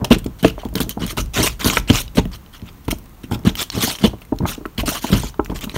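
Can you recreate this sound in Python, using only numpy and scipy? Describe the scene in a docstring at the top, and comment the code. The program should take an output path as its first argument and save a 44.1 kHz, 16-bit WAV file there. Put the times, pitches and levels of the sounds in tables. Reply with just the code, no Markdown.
"""On a hollow table in a small room, a stick stirs thick glue in a thin plastic tub, close to the microphone.
The tip scrapes the gritty bottom in short strokes, knocks and ticks on the walls; the glue ticks as it
lets go. The tub flexes and thumps, the table top booms after each push, and the loudest blows overload
the recorder."""
import sys
import numpy as np
from scipy import signal
from scipy.fft import rfft, irfft
from scipy.io import wavfile

SR = 44100
rng = np.random.default_rng(int(sys.argv[2]) if len(sys.argv) > 2 else 0)


def master(y):
    """Save y as 16-bit WAV."""
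    cut = np.clip(np.atleast_2d(y).T, -1, 1)
    pcm = np.round(cut * 32767)  # scale
    wavfile.write(sys.argv[1], SR, pcm.astype(np.int16))


N = 254456


def from_db(db):
    """Gain of a level in dB."""
    return 10 ** (np.asarray(db) / 20)


def unit_rms(x):
    """Scale to rms 1."""
    return x / np.sqrt(np.mean(x ** 2) + 1e-20)


def butterworth(x, order, hz, kind="low"):
    """Low- or high-pass filter."""
    return signal.sosfilt(signal.butter(order, hz, kind, fs=SR, output="sos"), x)


def coloured(x, spectrum):
    """Filter by (frequency [Hz], gain [dB]) points."""
    hz, gain_db = np.transpose(spectrum)
    bins_hz = np.maximum(np.fft.rfftfreq(N, 1 / SR), 1)
    return irfft(rfft(x) * from_db(np.interp(np.log(bins_hz), np.log(hz), gain_db)), N)


def drift(rate_hz):
    """Smooth random wander, rms 1."""
    r = np.exp(-2 * np.pi * rate_hz / SR)
    return unit_rms(signal.lfilter([1], [1, -2 * r, r * r], rng.standard_normal(N + SR))[SR:])


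def ring(force, hz, t60_s):
    """One mode: a unit click starts a decaying unit sine."""
    r, w = from_db(-60 / (t60_s * SR)), 2 * np.pi * hz / SR
    return signal.lfilter([0, np.sin(w)], [1, -2 * r * np.cos(w), r * r], force + 1e-18)


def resonance(x, hz, width_hz):
    """Band-pass, peak gain 1."""
    r, w = np.exp(-np.pi * width_hz / SR), 2 * np.pi * hz / SR
    return signal.lfilter([(1 - r * r) / 2, 0, (r * r - 1) / 2], [1, -2 * r * np.cos(w), r * r], x)


def grains(per_s, spread_db):
    """Random clicks of uneven size and sign, rms 1."""
    sizes = from_db(spread_db * np.minimum(rng.exponential(1, N), 4)) * rng.choice([-1, 1], N)
    return unit_rms(sizes * (rng.random(N) < per_s / SR))


# Room tone spectrum: (frequency [Hz], relative density [dB])
TONE_SPECTRUM = [(15, -33), (25, 17), (48, 8), (242, -3), (575, -16), (1070, -13.5), (1740, -21),
                 (2990, -24), (5000, -28.5), (7500, -28), (10400, -31), (13600, -25.5), (16000, -23)]
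def room_tone(level_db=-40):
    """Low rumble and faint hiss, wavering slightly."""
    gain = from_db(level_db + 0.4 * drift(4.7))
    return gain * unit_rms(coloured(rng.standard_normal(N), TONE_SPECTRUM))


def room_tail(x, t60_s=0.26, level_db=-19.5):
    """Short diffuse tail of a small room."""
    t = np.arange(SR // 2) / SR
    tail = rng.standard_normal(len(t)) * from_db(-60 * t / t60_s) * (t > .006)
    return from_db(level_db) * signal.fftconvolve(x, tail / np.linalg.norm(tail))[:N]


# Hand pushes on the tub: (time [s], wall level [dB], table level [dB])
HAND_PUSHES = [(0.021, -24, -48), (0.11, -28, -19.5), (0.264, -34, -29.5), (0.444, -28, -23),
               (0.661, -49, -25.5), (0.808, -23, -23), (1.013, -23.5, -23), (1.179, -36, -18.5),
               (1.383, -14.5, -20), (1.473, -35, -25), (1.655, -16.5, -30), (1.772, -28.5, -24),
               (1.905, -19, -18), (2.178, -25.5, -17), (2.63, -47, -54), (2.89, -39, -21),
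               (3.33, -24.5, -20.5), (3.47, -26, -30), (3.757, -23, -40), (3.83, -30, -53),
               (4.043, -26, -30), (4.33, -49, -29), (4.433, -21.5, -22.5), (4.79, -52, -23),
               (4.881, -26, -40), (5.133, -20.5, -15.5), (5.395, -57, -33), (5.509, -24.5, -28.5),
               (5.635, -31.5, -35), (5.76, -17, -42)]
def push_gain(part, rise_db_per_s, fall_db_per_s):
    """Envelope of "wall" or "table": each push builds and dies away; the strongest counts."""
    time_s, wall_db, table_db = np.transpose(HAND_PUSHES)[:, :, None]
    peak_db = {"wall": wall_db, "table": table_db}[part]
    hop = 50
    since_s = np.arange(0, N + hop, hop) / SR - time_s
    level_db = peak_db - np.where(since_s < 0, -rise_db_per_s, fall_db_per_s) * since_s
    return from_db(np.repeat(level_db.max(axis=0), hop)[:N])


# Table top resonances: (frequency [Hz], width [Hz], relative level [dB])
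TABLE_MODES = [(40.2, 25.4, 2.5), (57, 6.7, -3), (81, 59, -6)]
def table_boom():
    """Each push shakes the hollow top, which rings on in a few low resonances."""
    def top(force):
        return sum(from_db(db) * resonance(resonance(force, hz, width_hz), hz, 2 * width_hz)
                   for hz, width_hz, db in TABLE_MODES)

    shake = rng.standard_normal(N)
    gain = push_gain("table", rise_db_per_s=900, fall_db_per_s=122)
    return top(gain * shake) / np.std(top(shake))


def glue_ticks(level_db=-66):
    """Glue lets go in faint, bright, scattered ticks."""
    envelope = signal.lfilter([1], [1, -.96], np.abs(grains(per_s=25, spread_db=3)))
    ticks = butterworth(envelope * rng.standard_normal(N), 1, 4000, "high")
    return from_db(level_db) * unit_rms(ticks)


# Tub modes: (frequency [Hz], relative level [dB], t60 before scaling [s])
TUB_MODES = [(126, -2.5, 0.33), (188.7, -3.5, 0.33), (239.5, 6.5, 0.11), (273.4, -0.5, 0.17),
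             (325.6, 6.5, 0.081), (392, 1, 0.09), (437.5, -6.5, 0.23), (506, -1.5, 0.044),
             (635, 6.5, 0.067), (838, -4.5, 0.2), (934, 10.5, 0.049), (1035, -2.5, 0.12), (1298, 6, 0.086),
             (1414, 16.5, 0.013), (2110, 9, 0.042), (2770, 19.5, 0.0065), (3117, 7.5, 0.048),
             (3660, -13, 0.1), (4030, 15, 0.026), (5030, 26.5, 0.014), (5620, 10, 0.022), (7100, 3, 0.013),
             (7940, 0, 0.034), (11780, -16, 0.03), (12330, 16, 0.002), (14000, -7, .01)]
def wall_flex(t60_scale=0.27, tilt_db_per_octave=-2.6):
    """Thin walls creak under each push: small uneven slips drive the low modes."""
    slips = grains(per_s=200, spread_db=-1) * from_db(drift(5.8))
    walls = sum(ring(slips, hz, t60_scale * t60_s) * from_db(db + tilt_db_per_octave * np.log2(hz / 200))
                for hz, db, t60_s in TUB_MODES if hz < 1500)
    walls = butterworth(walls, 2, 900)   # soft finger contact
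    return push_gain("wall", rise_db_per_s=578, fall_db_per_s=206) * unit_rms(walls)


# Tip strokes: (start [s], swell [s], fade [s], top level [dB], treble offset [dB])
TIP_STROKES = [ (0.045, 0.0017, 0.0081, -17, -11), (0.103, 0.014, 0.037, -13.5, -11.5),
               (0.183, 0.0069, 0.0092, -52, 4), (0.261, 0.0033, 0.0068, -37.5, -2),
               (0.387, 0.0096, 0.021, -40.5, 0.5), (0.428, 0.023, 0.031, -19, -10.5),
               (0.479, 0.003, 0.026, -28, -6.5), (0.575, 0.023, 0.075, -41, -8.5),
               (0.751, 0.032, 0.014, -26.5, -6), (0.801, 0.0028, 0.03, -22.5, -0.5),
               (0.892, 0.02, 0.016, -31.5, -1), (0.994, 0.042, 0.044, -28, -7.5),
               (1.075, 0.035, 0.022, -31, -2), (1.17, 0.016, 0.032, -21, -3.5),
               (1.335, 0.036, 0.1, -20, -1.5), (1.428, 0.048, 0.01, -18.5, 0),
               (1.486, 0.0046, 0.048, -35, -5), (1.593, 0.022, 0.039, -24.5, -5),
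               (1.645, 0.017, 0.075, -18, -1), (1.721, 0.057, 0.024, -23, -3),
               (1.875, 0.033, 0.018, -21.5, -6), (1.927, 0.024, 0.067, -19, -0.5),
               (2.148, 0.013, 0.015, -31, -3.5), (2.168, 0.017, 0.016, -18, -10.5),
               (2.314, 0.029, 0.026, -34, -6), (2.527, 0.024, 0.032, -38, -10),
               (2.655, 0.033, 0.016, -41, -11), (2.84, 0.013, .015, -51, 1),
               (2.88, 0.0023, 0.017, -30, -17), (2.904, 0.013, 0.0065, -20, -2.5),
               (3.233, 0.0023, 0.025, -38, -7.5), (3.309, 0.038, 0.012, -30.5, -2.5),
               (3.449, 0.029, 0.027, -19, -7.5), (3.568, 0.052, 0.019, -22, -1),
               (3.716, 0.062, 0.077, -28.5, -3), (3.805, 0.027, 0.055, -22.5, 2.5),
               (3.872, 0.037, 0.038, -22.5, -2.5), (3.95, 0.0048, 0.016, -32.5, -3),
               (3.985, 0.039, 0.0087, -31.5, -4.5), (4.032, 0.015, 0.034, -18, -8),
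               (4.216, 0.0032, 0.018, -39, -12), (4.461, 0.025, 0.068, -27, -0.5),
               (4.777, 0.026, 0.015, -22, -4.5), (4.857, 0.028, 0.049, -23, 1.5),
               (4.924, 0.032, 0.038, -24, -5.5), (5.012, 0.028, 0.07, -31.5, -0.5),
               (5.07, 0.027, 0.024, -29.5, -8), (5.114, 0.018, 0.073, -22, -5),
               (5.197, 0.077, 0.026, -33, 0.5), (5.445, 0.0026, 0.025, -50, 4),
               (5.5, 0.013, 0.015, -45, -2), (5.545, 0.017, 0.028, -31.5, -4),
               (5.607, 0.034, 0.015, -30, -3), (5.691, 0.0038, 0.11, -42.5, -2),
               (5.742, 0.021, .01, -31.5, -4.5), ]
def stroke_gains(swell_db=13.5, fade_db=14.5, cling_step_db=9, cling_db_per_s=389, treble_share=0.58):
    """Low and treble envelopes: abrupt contact, swell, fade, then a fast fall as the glue clings."""
    low, treble = np.zeros(N), np.zeros(N)
    for start_s, swell_s, fade_s, top_db, treble_db in TIP_STROKES:
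        at, end_s = round(start_s * SR), swell_s + fade_s
        t = np.arange(min(round((end_s + .2) * SR), N - at)) / SR
        shape_db = np.interp(t, [0, swell_s, end_s], [-swell_db, 0, -fade_db])
        after_s = np.maximum(t - end_s, 0)
        cling_db = cling_step_db * np.minimum(after_s / 0.0028, 1) + cling_db_per_s * after_s
        gain = np.minimum(t / 0.0013, 1) * from_db(top_db - cling_db)
        low[at:at + len(t)] += gain * from_db(shape_db)
        treble[at:at + len(t)] += gain * from_db(treble_db + treble_share * shape_db)
    return low, treble


# Scrape colour: (frequency [Hz], relative gain [dB])
SCRAPE_SPECTRUM = [(290, 10), (500, 6.5), (668, -2), (773, -3), (1090, 5), (1230, 5.5), (2130, 0),
                   (3060, 6.5), (4940, -6.5), (7100, -15), (7750, -18), (15100, -25), (16000, -27.5)]
def tip_scrape(split_hz=7000):
    """Dense slips on grit wake tub modes that come and go as the tip moves; glue threads snap."""
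    slips = grains(per_s=10000, spread_db=2.5) * from_db(0.67 * drift(110))
    snap_envelope = signal.lfilter([1], [1, -.95], np.abs(grains(per_s=230, spread_db=1.5)))
    snaps = unit_rms(snap_envelope * rng.standard_normal(N))
    body = sum(resonance(slips * from_db(3.06 * drift(26.5)), hz, 0.21 * hz) * (-1) ** k
               for k, (hz, _, _) in enumerate(TUB_MODES) if hz > 600)
    grit = coloured(0.023 * unit_rms(slips) + 0.5 * snaps + unit_rms(body), SCRAPE_SPECTRUM)
    low = unit_rms(butterworth(grit, 3, split_hz))
    treble = unit_rms(butterworth(grit, 3, split_hz, "high"))
    low_gain, treble_gain = stroke_gains()
    return low_gain * low + treble_gain * treble


def blows(events, reach_octaves, t60_scale, chatter_gain, contact_cycles, spot_gain, spot_t60_cycles,
          crack_gains=None, grip_detune=0.039):
    """A tap plus chatter rings the tub modes near its pitch; the struck spot rings too, and may crack."""
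    out, t = np.zeros(N + 9000), np.arange(6000) / SR
    contact_t = t[:2000]
    hz, mode_db, t60_s = np.transpose(TUB_MODES)
    modes = np.sin(2 * np.pi * np.outer(hz, t)) * from_db(-60 * t / (t60_scale * t60_s[:, None]))
    crack_envelope = np.exp(-contact_t / 0.0008) + 0.59 * np.exp(-contact_t / 0.0058)
    noises = rng.standard_normal((len(events), len(contact_t)))
    scatters = rng.standard_normal((len(events), len(hz)))
    for k, (time_s, peak_db, centre_hz, contact_s) in enumerate(events):
        noise, scatter = noises[k], scatters[k]
        chatter = noise * np.exp(-(contact_t / contact_s) ** 3)
        force = chatter_gain * chatter / np.linalg.norm(chatter)
        force[0] += 1   # the tap
        softness = np.hanning(round(contact_cycles * SR / centre_hz) + 3)   # lower blow, softer contact
        force = np.convolve(force, softness)

        nearness = np.exp(-.5 * (np.log2(hz / centre_hz) / reach_octaves) ** 2)
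        tub = (nearness * from_db(mode_db + 2 * scatter)) @ modes
        tub = np.interp(t * (1 + grip_detune * noise[-1]), t, tub)   # the grip shifts each blow's pitch
        blow = signal.fftconvolve(tub, force)
        blow /= np.abs(blow).max()

        free_cycles = np.maximum(t - contact_s, 0) * centre_hz   # the spot decays only once released
        spot_envelope = np.minimum(t * centre_hz, 1) * from_db(scatter[0] - 60 * free_cycles / spot_t60_cycles)
        blow[:len(t)] += spot_gain * spot_envelope * np.sin(2 * np.pi * centre_hz * t)
        if crack_gains is not None:
            blow[:len(noise)] += crack_gains[k] * np.diff(noise * crack_envelope, prepend=0)
        at = round(time_s * SR)
        out[at:at + len(blow)] += from_db(peak_db) * blow / np.abs(blow).max()
    return out[:N]


# Ticks: (time [s], peak [dB], centre [Hz], crack against ring [dB])
TIP_TICKS = [(0.0453, -8, 5070, -11), (0.114, -7.5, 3000, -30), (0.1217, -3, 3070, -31),
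             (0.185, -19.5, 9000, -14), (0.191, -24, 8160, -14), (0.2437, -19.5, 3180, -4),
             (0.428, -13.5, 3360, -2), (0.447, -1, 2500, -33), (0.481, -14, 3100, -10),
             (0.651, -23, 3200, -14), (0.687, -25.5, 2990, -6), (0.7392, -24, 8200, -5),
             (0.7548, -6, 3760, -11.5), (0.8044, -11.5, 3230, -11), (0.8444, -30, 2370, -1),
             (0.8934, -6.5, 2990, 2), (1.031, -31, 2680, -17), (1.0652, -12, 9530, -20),
             (1.1695, -15, 3400, -12), (1.26, -26.5, 8700, -27), (1.4256, -11, 3000, 6),
             (1.6446, -5.5, 4740, -19), (1.7, -3, 2450, -24), (1.7707, -2, 2360, -37),
             (1.9007, 3, 3060, -31), (1.988, -10.5, 3370, -19), (2.0797, -24.5, 3500, -24),
             (2.1713, -13.5, 3020, -29), (2.2542, -18, 2520, -18), (2.359, -28, 3080, -14),
             (2.462, -35, 3440, -20), (2.597, -31, 2700, -25), (2.618, -29, 3300, -26),
             (2.881, -17, 3000, -10), (2.9099, -8, 2170, -6), (2.9853, -25, 12000, -2),
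             (3.062, -38, 3330, -19), (3.095, -33, 11000, -5), (3.3226, -18.5, 3040, -14),
             (3.392, -28, 5970, -11), (3.437, -35, 3300, -18), (3.466, -10.5, 3150, -30),
             (3.554, -10.5, 2760, -11.5), (3.628, -7.5, 4250, -23), (3.7011, -8.5, 3880, -26.5),
             (3.8254, -4, 4060, -31), (3.9525, -16, 3400, -32), (3.9863, -18, 2840, -14),
             (4.042, -33, 3300, -23), (4.1854, -39, 2560, -10), (4.211, -32, 13100, -6),
             (4.251, -31, 2480, -8), (4.362, -36, 7260, -12), (4.3872, -19.5, 4300, -18),
             (4.659, -22, 2490, -12), (4.7807, -11.5, 2970, -18), (4.862, -18, 2640, -9),
             (5.068, -16, 2980, -14), (5.129, -14.5, 3530, -26), (5.343, -31, 3380, -24),
             (5.447, -24.5, 6840, -11), (5.46, -17.5, 2240, -18), (5.4995, -20, 2390, -20),
             (5.59, -21.5, 2750, -11), (5.61, -15, 2780, -7), (5.6413, -13, 2710, -4),
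             (5.6956, -17, 3520, -20), (5.7165, -27, 3380, -18)]
def tip_ticks(min_contact_s=0.0009, linger_s=0.003):
    """The tip ticks and glue lets go with a dry crack; stronger ticks stay in contact longer."""
    events = [(time_s, peak_db, hz, min_contact_s + linger_s * from_db(peak_db))
              for time_s, peak_db, hz, _ in TIP_TICKS]
    crack_gains = [from_db(crack_db) for *_, crack_db in TIP_TICKS]
    return blows(events, reach_octaves=0.25, t60_scale=0.46, chatter_gain=1.1,
                 contact_cycles=0.38, spot_gain=0.2, spot_t60_cycles=12, crack_gains=crack_gains)


# Knocks: (time [s], peak [dB], centre [Hz], contact [s])
STICK_KNOCKS = [(0.014, -23.5, 840, 0.0038), (0.042, -15.5, 630, 0.0074), (0.114, -1.5, 458, 0.0049),
                (0.446, -0.5, 446, 0.0044), (0.58, -15.5, 602, 0.0019), (0.633, -22, 730, 0.0043),
                (0.657, -22, 770, 0.0028), (0.802, -15.5, 1135, 0.0037), (0.975, -18, 800, 0.0011),
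                (1.173, -13.5, 1000, 0.0013), (1.437, -18, 960, 0.0018), (1.77, -3, 1350, 0.0068),
                (1.899, -17, 470, 0.0082), (2.172, -10, 570, 0.0068), (2.884, -15, 895, 0.0012),
                (2.927, -19, 680, 0.0017), (3.314, -17.5, 885, 0.0049), (3.453, -26, 625, 0.0049),
                (3.876, -18, 950, 0.0047), (4.039, -7, 685, 0.00061), (4.133, -27.5, 720, 0.005),
                (4.325, -16, 777, 0.0036), (4.406, -21.5, 910, 0.0027), (4.454, -10.5, 900, 0.0029),
                (4.455, -14.5, 1640, 0.0024), (4.553, -34, 1290, 0.0034), (4.654, -14, 1150, 0.0021),
                (4.834, -16, 580, 0.0014), (4.879, -15, 1460, 0.0023), (4.918, -19, 720, 0.003),
                (5.043, -15, 824, 0.0042), (5.131, -14, 1330, 0.0034), (5.234, -22, 816, 0.0014),
                (5.342, -31.5, 1190, 0.0022), (5.396, -7.5, 852, 0.0043), (5.499, -29, 855, 0.0036),
                (5.516, -22.5, 920, 0.0024), (5.675, -29, 990, 0.0027)]
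def stick_knocks():
    """The stick hits the wall and rings a narrow group of middle modes."""
    return blows(STICK_KNOCKS, reach_octaves=0.35, t60_scale=0.59, chatter_gain=3.4,
                 contact_cycles=0.29, spot_gain=0.43, spot_t60_cycles=22)


# Thumps: (time [s], peak [dB], centre [Hz], contact [s])
WALL_THUMPS = [(0.017, -11.5, 183, 0.017), (0.108, 3, 239, 0.014), (0.125, 0, 230, 0.0053),
               (0.163, -10.5, 221, 0.0068), (0.26, -10.5, 177, 0.005), (0.4285, -10.5, 190, 0.0082),
               (0.445, 4, 270, 0.012), (0.654, -12.5, 224, 0.014), (0.728, -22, 199, .008),
               (0.753, -12.5, 197, 0.019), (0.803, -11, 250, 0.014), (0.873, -23, 118, 0.04),
               (0.971, -13, 216, 0.0087), (1.005, -22, 126, 0.015), (1.034, -14, 186, 0.022),
               (1.128, -24, 325, 0.0082), (1.177, -15, 227, 0.027), (1.364, -17, 250, 0.0061),
               (1.386, -9, 413, 0.0095), (1.401, -7, 263, 0.0093), (1.442, -12, 336, 0.0058),
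               (1.646, -11, 190, 0.0075), (1.659, -5.5, 263, 0.0074), (1.895, -8, 198, 0.0046),
               (1.9, 3.5, 236, 0.009), (2.154, -22, 131, 0.0075), (2.179, -1, 225, 0.011),
               (2.185, -4, 408, 0.009), (2.256, -12.5, 166, 0.005), (2.624, -23.5, 102, 0.012),
               (2.881, -6.5, 120, 0.0068), (2.925, -15, 272, 0.0085), (3.239, -20.5, 116, 0.0053),
               (3.312, -10.5, 99, 0.022), (3.45, -7.5, 165, 0.011), (3.467, 0.5, 208, 0.013),
               (3.749, -22, 220, 0.0076), (3.775, -8.5, 200, 0.0063), (3.835, -11, 240, 0.016),
               (3.878, -18, 234, 0.019), (4.009, -25, 220, .006), (4.024, -15, 202, 0.0065),
               (4.039, 0.5, 209.5, 0.018), (4.07, -10, 194, 0.01), (4.045, -3.5, 456, 0.013),
               (4.136, -19, 220, 0.0086), (4.322, -6.5, 289, 0.0094), (4.403, -11.5, 141, 0.02),
               (4.429, -10, 97, 0.02), (4.579, -21.5, 283, 0.0085), (4.609, -23, 314, 0.0075),
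               (4.656, -15.5, 350, 0.0076), (4.783, -12, 241, 0.011), (4.832, -14, 283, 0.0093),
               (4.88, -12, 273, 0.01), (5.043, -12.5, 263, 0.0092), (5.103, -13, 268, 0.013),
               (5.125, -0.5, 210, 0.014), (5.148, -11.5, 115, 0.015), (5.235, -18, 279, 0.01),
               (5.3935, -4, 334, 0.0061), (5.497, -14, 280, 0.0081), (5.519, -15.5, 302, 0.0064),
               (5.667, -21, 211, 0.016)]
def wall_thumps():
    """Pushed walls thump dully across a broad group of low modes."""
    return blows(WALL_THUMPS, reach_octaves=1.0, t60_scale=0.57, chatter_gain=1.82,
                 contact_cycles=0.19, spot_gain=0.44, spot_t60_cycles=4.6)


def scene():
    """Tub, room and table, in mono."""
    tub = wall_thumps() + stick_knocks() + tip_ticks() + tip_scrape() + wall_flex() + glue_ticks()
    return (room_tone() + room_tail(tub) + table_boom() + tub)[None]


# Microphone port dips: (frequency [Hz], width [Hz], gain [dB])
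PORT_DIPS = [(4900, 400, -2.5), (7700, 600, -6), (10400, 700, -8)]
def record(dry):
    """Microphone bass cut and port dips, hard overload at full scale, steep top cut."""
    bass_cut_hz, top_cut_hz = 34, 15750
    x = butterworth(dry, 6, bass_cut_hz, "high")
    for hz, width_hz, dip_db in PORT_DIPS:
        x = x - (1 - from_db(dip_db)) * resonance(x, hz, width_hz)
    x = np.clip(x, -1, 1)
    return signal.sosfilt(signal.ellip(14, .1, 65, top_cut_hz, fs=SR, output="sos"), x)


dry = scene()
out = record(dry)
master(out)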